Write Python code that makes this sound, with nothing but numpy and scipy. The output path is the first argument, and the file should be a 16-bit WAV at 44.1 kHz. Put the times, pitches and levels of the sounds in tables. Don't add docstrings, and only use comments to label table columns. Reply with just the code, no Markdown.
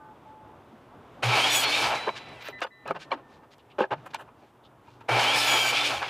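import sys
import numpy as np
from scipy import signal
from scipy.fft import rfft, irfft
from scipy.io import wavfile
from scipy.ndimage import uniform_filter1d

SR = 44100
rng = np.random.default_rng(int(sys.argv[2]) if len(sys.argv) > 2 else 0)


def persist_wave(psi):
    counts = np.round(np.clip(psi, -1, 1) * 32767).astype(np.int16)
    wavfile.write(sys.argv[1], SR, np.atleast_2d(counts).T)


def attenuation_scalar(level_db):
    decades = np.asarray(level_db, float) / 20
    return 10 ** decades


N = 268613
T = np.arange(N) / SR
HZ = np.maximum(np.fft.rfftfreq(N, 1 / SR), 1)


def unit(x):
    return x / np.sqrt(np.mean(x ** 2))


def colour(x, points, lo_hz=1, hi_hz=30000):
    hz, db = np.transpose(points)
    skirts = 1 / np.sqrt((1 + (lo_hz / HZ) ** 12) * (1 + (HZ / hi_hz) ** 12))
    gain = attenuation_scalar(np.interp(np.log(HZ), np.log(hz), db)) * skirts
    return irfft(rfft(x) * gain, N)


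def ring(x, hz, width_hz):
    sharpness = max(hz / width_hz, .3)
    return signal.lfilter(*signal.iirpeak(min(hz, .45 * SR), sharpness, SR), x)


def walk(rate):
    k = int(SR / rate)
    held = np.repeat(rng.standard_normal(N // k + 1), k)
    slewed = uniform_filter1d(uniform_filter1d(held, k), k)
    return unit(slewed[:N])


def grains(count, spread_db):
    clicks = rng.standard_normal(count)
    size = np.minimum(rng.exponential(size=count), 4)
    return unit(clicks * attenuation_scalar(spread_db * size))


def play(table, fade_s):
    s, *columns = np.transpose(table)
    gate = np.clip(np.minimum(T - s[0], s[-1] - T) / fade_s + 1, 0, 1)
    return [np.interp(T, s, c) for c in columns], gate ** 2


def bump(start_s, peak_s):
    u = np.maximum(T - start_s, 0) / peak_s
    return u * np.exp(1 - u)


# time_s, level_db
RUMBLE = [(0, -54), (.7, -52.5), (1.0, -53), (1.2, -48.5), (2.55, -51.5), (2.68, -60.5), (2.8, -56),
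          (3.06, -52), (3.25, -54), (3.57, -58), (3.85, -55), (4.02, -49), (4.25, -53.5), (4.56, -58.5),
          (4.9, -57), (5.06, -54.5)]
# frequency_hz, density_db per Hz
OUTSIDE = [(24, -46), (40, -16), (133, -1), (175, -9), (248, -4), (352, -4.5), (500, -7.5), (867, -7),
           (2080, -18), (3520, -22.5), (4090, -29.5), (15800, -52.5)]


def rumble():
    (low_db,), _ = play(RUMBLE, 1)
    low = unit(colour(rng.standard_normal(N), OUTSIDE, hi_hz=1500))
    low = low * attenuation_scalar(low_db + 1.2 * walk(14))
    high = unit(colour(rng.standard_normal(N), OUTSIDE, lo_hz=1500))
    high = high * attenuation_scalar(low_db - 14.5 + 1.0 * walk(17))
    hiss = attenuation_scalar(-80) * unit(ring(rng.standard_normal(N), 8250, 12000))
    draught = unit(ring(ring(rng.standard_normal(N), 90, 90), 90, 90))
    return low + high + hiss + attenuation_scalar(-78.5 + 3.0 * walk(4.7)) * draught


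STEEL_MODES = 866.7, 1190, 1513, 4310, 1800, 1998, 3945, 2318, 1335
# start_s, end_s, level_db, fade_db_per_s
STEEL_SPELLS = [
    [(0, .125, -49.5, 1.5), (.26, .54, -53.5, 8.9)],
    [(0.0036, .11, -57, 80)],
    [(0.013, .11, -64, 80)],
    [(1.59, 1.62, -39, 4), (1.64, 1.71, -32, -20), (1.73, 1.8, -34, 90)],
    [(2.0, 2.48, -61, 5), (2.53, 2.6, -53, 6), (2.71, 2.865, -60, -8), (3.05, 3.1, -62, 5),
     (3.23, 3.77, -66.5, 31)],
    [(1.92, 2.45, -57.5, 2.9), (2.53, 2.59, -46, 49), (2.71, 2.86, -57.5, 15)],
    [(1.94, 2.34, -42, 42), (2.4, 2.59, -61, -8), (2.72, 2.85, -66, 25)],
    [(5.15, 5.715, -40.5, -15.5)],
    [(5.31, 5.834, -40, 6.9)],
]


def steel():
    out = 0
    for hz, spells in zip(STEEL_MODES, STEEL_SPELLS):
        phase = 2 * np.pi * hz * np.cumsum(1 + .002 * walk(25)) / SR
        tone = attenuation_scalar(1.5 * walk(12)) * np.sin(phase)
        for start_s, end_s, db, fade_db in spells:
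            end_db = db - fade_db * (end_s - start_s)
            (level_db,), gate = play([(start_s, db), (end_s, end_db)], 0.01)
            out = out + gate * np.sqrt(2) * attenuation_scalar(level_db) * tone
    return out


# start_s, rise_s, level_db, pitch_hz
THUDS = [
    (.71, .015, -52.5, 248),
    (2.87, 0.036, -46.5, 153),
    (3.12, 0.015, -45, 295.8),
    (3.915, 0.025, -41.5, 125),
    (4.87, 0.057, -59, 112),
    (1.861, .04, -52, 69.83),
    (5.93, .04, -53, 75.5),
]


def thuds():
    noise = rng.standard_normal(N)
    out = 0
    for start_s, rise_s, db, hz in THUDS:
        boom = noise
        for _ in range(4):
            boom = ring(boom, hz, .6 * hz)
        out = out + attenuation_scalar(db) * bump(start_s, rise_s) * unit(boom)
    return out


SWITCH_S = .012
# time_s, mesh_hz
SPEED = [
    [(1.22, 950), (1.36, 1330), (1.44, 1605), (1.48, 1720), (1.52, 1780), (1.64, 1585), (1.67, 1700),
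     (1.76, 1860), (1.81, 1800)],
    [(5.08, 950), (5.2, 1350), (5.3, 1615), (5.36, 1740), (5.4, 1775), (5.6, 1590), (5.72, 1500),
     (5.79, 1750), (5.885, 1800)],
]
# time_after_grip_s, speed_share
BRAKE = [(0, 1), (.04, .87), (.09, .6), (.13, .46), (.24, .29), (.44, .145), (.79, .05)]
# time_s, level_db
BITES = [
    [(1.5, -41.5), (1.56, -28.5), (1.645, -38.5)],
    [(5.36, -41), (5.5, -36.5), (5.715, -40.5)],
]
# time_s, level_db
EFFORT = [
    [(1.232, 1.7), (1.4, 4.5), (1.55, -0.6), (1.8, 0.5), (1.95, -1.9), (2.05, -4.6), (2.12, -10),
     (2.5, -4.5), (2.6, -31)],
    [(5.092, .1), (5.25, 4), (5.45, 0.8), (5.7, 1.15), (5.87, -0.35), (6.03, -5.3), (6.09, -5.5)],
]


def motor():
    points, cutting, braking = [], 0, 0
    for run, bite, effort in zip(SPEED, BITES, EFFORT):
        grip_s, hz = run[-1]
        points += run[:-1] + [(grip_s + s, hz * share) for s, share in BRAKE]
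        cutting = cutting + play(bite, .03)[1]
        grip = np.clip((T - grip_s) / .05 + .5, 0, 1)
        braking = braking + grip * (T < effort[-1][0] + SWITCH_S)
    return np.interp(T, *np.transpose(points)), cutting, braking


# frequency_hz, width_hz, level_db
BLADE = [(4990, 120, -10.5), (5500, 25, -21.5), (5760, 24, -4), (6260, 53, -7), (6845, 56, -3),
         (7900, 55, -6), (9200, 240, -9.5), (10900, 45, -6.5), (11800, 42, -18)]


def blade(rattle):
    return sum(attenuation_scalar(db + 4.0 * walk(14)) * ring(rattle, hz, 1.5 * w) for hz, w, db in BLADE)


# frequency_hz, density_db per Hz
SAW = [(82, -25.5), (140, -8), (161, -23), (274, -16), (328, -10), (766, -3), (1940, -8.5), (2320, 5),
       (11000, -16.5), (15800, -26.5)]
# frequency_hz, width_hz, level_db
CASTING = [(842, 150, -3.5), (1312, 16, 0.5), (1590, 22, -35), (2300, 57, -10), (3083, 64, -1.5)]
# mesh_multiple, level_db against the noise around it
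PARTS = [(7.6, -27), (9.1, -27), (13.3, -26)]


def gear_rattle(rattle, sing, turn):
    body = rattle + sum(attenuation_scalar(db + 3.5 * walk(22)) * ring(rattle, hz, w) for hz, w, db in CASTING)
    parts = sum(attenuation_scalar(db + 4.0 * walk(17)) * np.sin(k * turn) for k, db in PARTS)
    housing = unit(colour(body + parts, SAW, 140, 1700)) * attenuation_scalar(2.1 * walk(32))
    guard = unit(colour(body + parts, SAW, 1700, 4600)) * attenuation_scalar(1.9 * walk(32))
    air = unit(colour(rattle + attenuation_scalar(4.5) * sing + parts, SAW, 4600, 15900)) * attenuation_scalar(1.5 * walk(32))
    return housing, guard, air


WHINE_ORDERS = 1, 2, 3, 10.4, 5.2, 7.6, 13.3, 6.3, 9.1, 16.4
# free_db, in_wood_db, braking_db
WHINE_DB = [(-57, -42, -72), (-44.5, -45, -68), (-60, -46, -53.5), (-66, -69, -73), (-72, -72, -62),
            (-80, -80, -70), (-95, -95, -74), (-80, -80, -69), (-85, -85, -72), (-95, -95, -76)]
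# frequency_hz, width_hz, gain_db
WHINE_PEAKS = [(3200, 200, 12), (3620, 260, 9), (4700, 300, 7), (14500, 1200, 4)]
BRAKE_PEAK = 2500, 500, 17


def gear_whine(speed, turn, cutting, braking):
    brake_hz, brake_width_hz, brake_gain_db = BRAKE_PEAK
    whine = 0
    for k, (free_db, cut_db, brake_db) in zip(WHINE_ORDERS, WHINE_DB):
        db = free_db + (cut_db - free_db) * cutting + (brake_db - free_db) * braking
        db = db + sum(g * np.exp(-((k * speed - hz) / w) ** 2) for hz, w, g in WHINE_PEAKS)
        db = db + braking * brake_gain_db * np.exp(-((k * speed - brake_hz) / brake_width_hz) ** 2)
        whine = whine + attenuation_scalar(db + 4.2 * walk(50)) * np.sin(k * turn)
    return whine


def chips(sing):
    crackle = grains(N, spread_db=-0.5) + attenuation_scalar(9.5) * sing
    crackle = unit(ring(ring(crackle, 7000, 16000), 7000, 16000))
    out = 0
    for table in BITES:
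        (db,), gate = play(table, 0.0055)
        out = out + gate * attenuation_scalar(db) * crackle
    return out


# level_db at full speed, speed_power, surge_db added by a current surge
LAYERS = [
    (-31, 0.86, 12),
    (-29.5, 1.095, 0),
    (-40, 1.36, 1),
]
ARMATURE = .165, -17.5


def saw():
    full_hz = 1750
    surge_s, brake_surge, brake_surge_s = 0.069, 0.51, 0.091
    hum_db, hum_surge_db, hum_cut_db = -56, 27, 6.5
    hum_surge_s, hum_brake = 0.044, .3
    armature_order, armature_db = ARMATURE
    rattle = grains(N, spread_db=3.5)
    sing = blade(rattle)
    speed, cutting, braking = motor()
    turn = 2 * np.pi * np.cumsum(speed * (1 + 0.00816 * walk(90))) / SR
    regions = gear_rattle(rattle, sing, turn)
    whine = gear_whine(speed, turn, cutting, braking)
    hum = attenuation_scalar(1.2 * walk(14)) * np.sin(2 * np.pi * 119.9 * T)
    shake = 1 + 0.027 * hum
    share = speed / full_hz
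    armature = attenuation_scalar(armature_db) * share ** 4 * np.sin(armature_order * turn)
    out = 0
    for table, run in zip(EFFORT, SPEED):
        (effort_db,), gate = play(table, SWITCH_S)
        on_s, grip_s = table[0][0], run[-1][0]
        surge = np.exp(-np.maximum(T - on_s, 0) / surge_s) + brake_surge * bump(grip_s, brake_surge_s)
        gains = [attenuation_scalar(db + surge_db * surge) * share ** power for db, power, surge_db in LAYERS]
        pull = bump(on_s, hum_surge_s) + hum_brake * bump(grip_s, hum_surge_s)
        lines = whine + attenuation_scalar(hum_db + hum_surge_db * pull + hum_cut_db * cutting) * hum
        lines = lines + gains[0] * armature
        noise = shake * sum(g * r for g, r in zip(gains, regions))
        out = out + gate * attenuation_scalar(effort_db) * (noise + np.sqrt(2) * lines)
    return out + chips(sing)


# middle_s, length_s, level_db, centre_hz
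RATTLES = [(2.088, 0.059, -32, 750), (2.651, 0.016, -32, 685), (2.863, 0.019, -35.5, 467),
           (2.887, 0.048, -35, 786), (2.915, .038, -34, 654), (2.967, 0.049, -36, 800),
           (3.133, 0.062, -32, 884), (3.189, 0.1, -50.5, 700), (3.442, 0.052, -54.5, 700),
           (3.794, .025, -24, 530), (3.834, .083, -34.5, 780), (3.93, .054, -26, 685),
           (4.154, .045, -37.5, 1500), (4.438, 0.054, -55, 396), (6.033, .042, -29, 1023)]
# middle_s, length_s, level_db, centre_hz
SCRAPES = [(1.958, 0.031, -32.5, 2440), (2.177, 0.057, -39, 2050), (2.293, 0.021, -56, 3000),
           (2.507, .04, -52, 903), (2.6, 0.045, -51, 1500), (2.628, 0.029, -28, 1500),
           (2.672, .025, -44, 890), (3.027, 0.082, -46.5, 2300), (3.347, 0.15, -64, 2470),
           (3.988, 0.097, -61.5, 1500), (4.45, 0.23, -71, 2500), (4.936, 0.23, -66, 2500),
           (5.018, 0.038, -56.5, 1500)]
# middle_s, length_s, level_db, centre_hz
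GRITTY = [
    (2.425, .044, -44.5, 2330),
    (2.48, .1, -41, 1970),
    (3.532, 0.059, -57, 2590),
    (4.071, .035, -41.5, 891),
    (4.115, .031, -57.5, 2470),
    (4.214, 0.068, -44, 990),
]
# middle_s, length_s, level_db, centre_hz
SQUEAKS = [
    (3.603, 0.043, -62.5, 3050),
    (3.72, 0.05, -57, 2735),
    (3.819, 0.06, -37.5, 2710),
    (4.295, 0.055, -55.5, 1020),
    (4.661, .063, -60, 3370),
    (4.89, 0.049, -54, 900),
]
# middle_s, length_s, level_db, centre_hz
SPRING = [
    (2.476, 0.14, -62, 13500),
]
# events, width over centre, grit_db
RUBS = [
    (RATTLES, 1.61, -40),
    (SCRAPES, 1.74, -10),
    (GRITTY, 1.66, 3.5),
    (SQUEAKS, 0.43, -30),
    (SPRING, .02, -47),
]


def scrapes():
    out = np.zeros(N + SR)
    for events, breadth, grit_db in RUBS:
        for s, length, db, hz in events:
            count, width_hz = int(length * SR), breadth * hz
            rub = grains(SR // 4, spread_db=5.5)[:count]
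            wood = ring(ring(rub, hz, 0.9 * width_hz), hz, 0.9 * width_hz)
            wood = unit(ring(wood, hz, 6.0 * width_hz))
            table = attenuation_scalar(4.5) * ring(ring(rub, 2420, 640), 2420, 640) * (hz < 2000)
            grit = attenuation_scalar(grit_db - 15.5) * ring(ring(rub, 6500, 9000), 5100, 12000)
            swell = np.sin(np.pi * np.linspace(0, 1, count) ** 0.75) ** 2
            out[int(s * SR) - count // 2:][:count] += attenuation_scalar(db) * swell * (wood + table + grit)
    return out[:N]


# start_s, peak_db, pitch_hz, crack_db above 3 kHz, decay_t60_s
KNOCKS = [(2.072, -14, 383, -38, 0.066), (2.081, -10.5, 577, -30, 0.029), (2.09, -11, 1150, -36, 0.019),
          (2.484, -21.5, 634, -9.5, 0.043), (2.605, -31, 1065, -6, 0.047), (2.616, -13, 641, -36, 0.037),
          (2.637, -18.5, 1404, -13.5, 0.048), (2.877, -23.5, 1235, -8, 0.1), (2.897, -24, 560, -21, 0.04),
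          (2.908, -6.5, 684, -31, 0.01), (3.116, -9.5, 1088, -44, 0.021), (3.125, -12, 890, -30, 0.014),
          (3.582, -49.5, 484, 4, 0.026), (3.789, -13.5, 417, -24, 0.02), (3.804, -4, 385, -30.5, 0.034),
          (3.818, -14.5, 460, -30, 0.098), (3.839, -13, 826, -41, 0.0097), (3.915, -25, 1040, -20, 0.054),
          (3.929, -25, 965, -50, 0.038), (4.145, -17, 1060, -7, 0.012), (5.008, -35, 820, -18, 0.04)]
# pitch_ratio, level_db, share of t60
BOARD = [(.55, -4.5, 1), (.8, -3.5, 1.28), (1.05, 7, 0.74), (1.45, -15, 0.66), (1.9, -1.5, 0.99),
         (2.6, 13, 0.26), (3.6, -4, 0.61)]


def knocks():
    out, t = np.zeros(N + SR), np.arange(SR // 5) / SR
    push = 1 - np.exp(-(t / 0.0034) ** 2)
    for s, db, hz, crack_db, t60 in KNOCKS:
        detune = 1 + 0.107 * rng.standard_normal(len(BOARD))
        modes = 0
        for (ratio, mode_db, share), d in zip(BOARD, detune):
            decay = attenuation_scalar(mode_db - 60 * t / (t60 * share))
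            modes = modes + decay * np.sin(2 * np.pi * hz * ratio * d * t)
        modes = push * modes
        crack = rng.standard_normal(len(t)) * attenuation_scalar(-60 * t / 0.02)
        crack = ring(ring(crack, 4500, 9000), 4500, 9000)
        blow = modes / np.abs(modes).max() + attenuation_scalar(crack_db) * crack / np.abs(crack).max()
        out[int(s * SR):][:len(t)] += attenuation_scalar(db - 6.5) * blow
    return out[:N]


def duck(hits):
    knee_db, recovery_s = -29.5, 0.12
    keep = np.exp(-1 / (recovery_s * SR))
    loudness = signal.lfilter([1 - keep], [1, -keep], np.abs(hits))
    return 1 / (1 + loudness / attenuation_scalar(knee_db))


# frequency_hz, side_minus_mid_db
SIDE = [(30, -4.5), (100, -30), (2000, -32), (5000, -24), (8000, -15.5), (16000, -19)]


def scene():
    bass_cut = signal.butter(3, 200, "high", fs=SR, output="sos")
    hits = signal.sosfilt(bass_cut, knocks() + scrapes())
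    t = np.arange(SR // 3) / SR
    tail = unit(ring(rng.standard_normal(len(t)), 500, 2300) * attenuation_scalar(-60 * t / 0.06))
    room = attenuation_scalar(-57.5) * signal.fftconvolve(hits, tail)[:N]
    background = duck(hits) * (rumble() + steel())
    mid = background + thuds() + saw() + hits + room
    count = 2500
    smear = rng.standard_normal(count) / np.sqrt(count)
    side = colour(signal.fftconvolve(mid, smear)[:N], SIDE)
    return np.array([mid + side, mid - side])


def top_cut(x):
    return signal.sosfilt(signal.butter(12, 15920, fs=SR, output="sos"), x)


def record(dry):
    rounded = np.tanh(2.445 * dry) / 2.377
    top = signal.ellip(10, .2, 70, 15450, fs=SR, output="sos")
    mix = signal.sosfilt(top, rounded)
    return top_cut(mix)


dry = scene()
out = record(dry)
persist_wave(out)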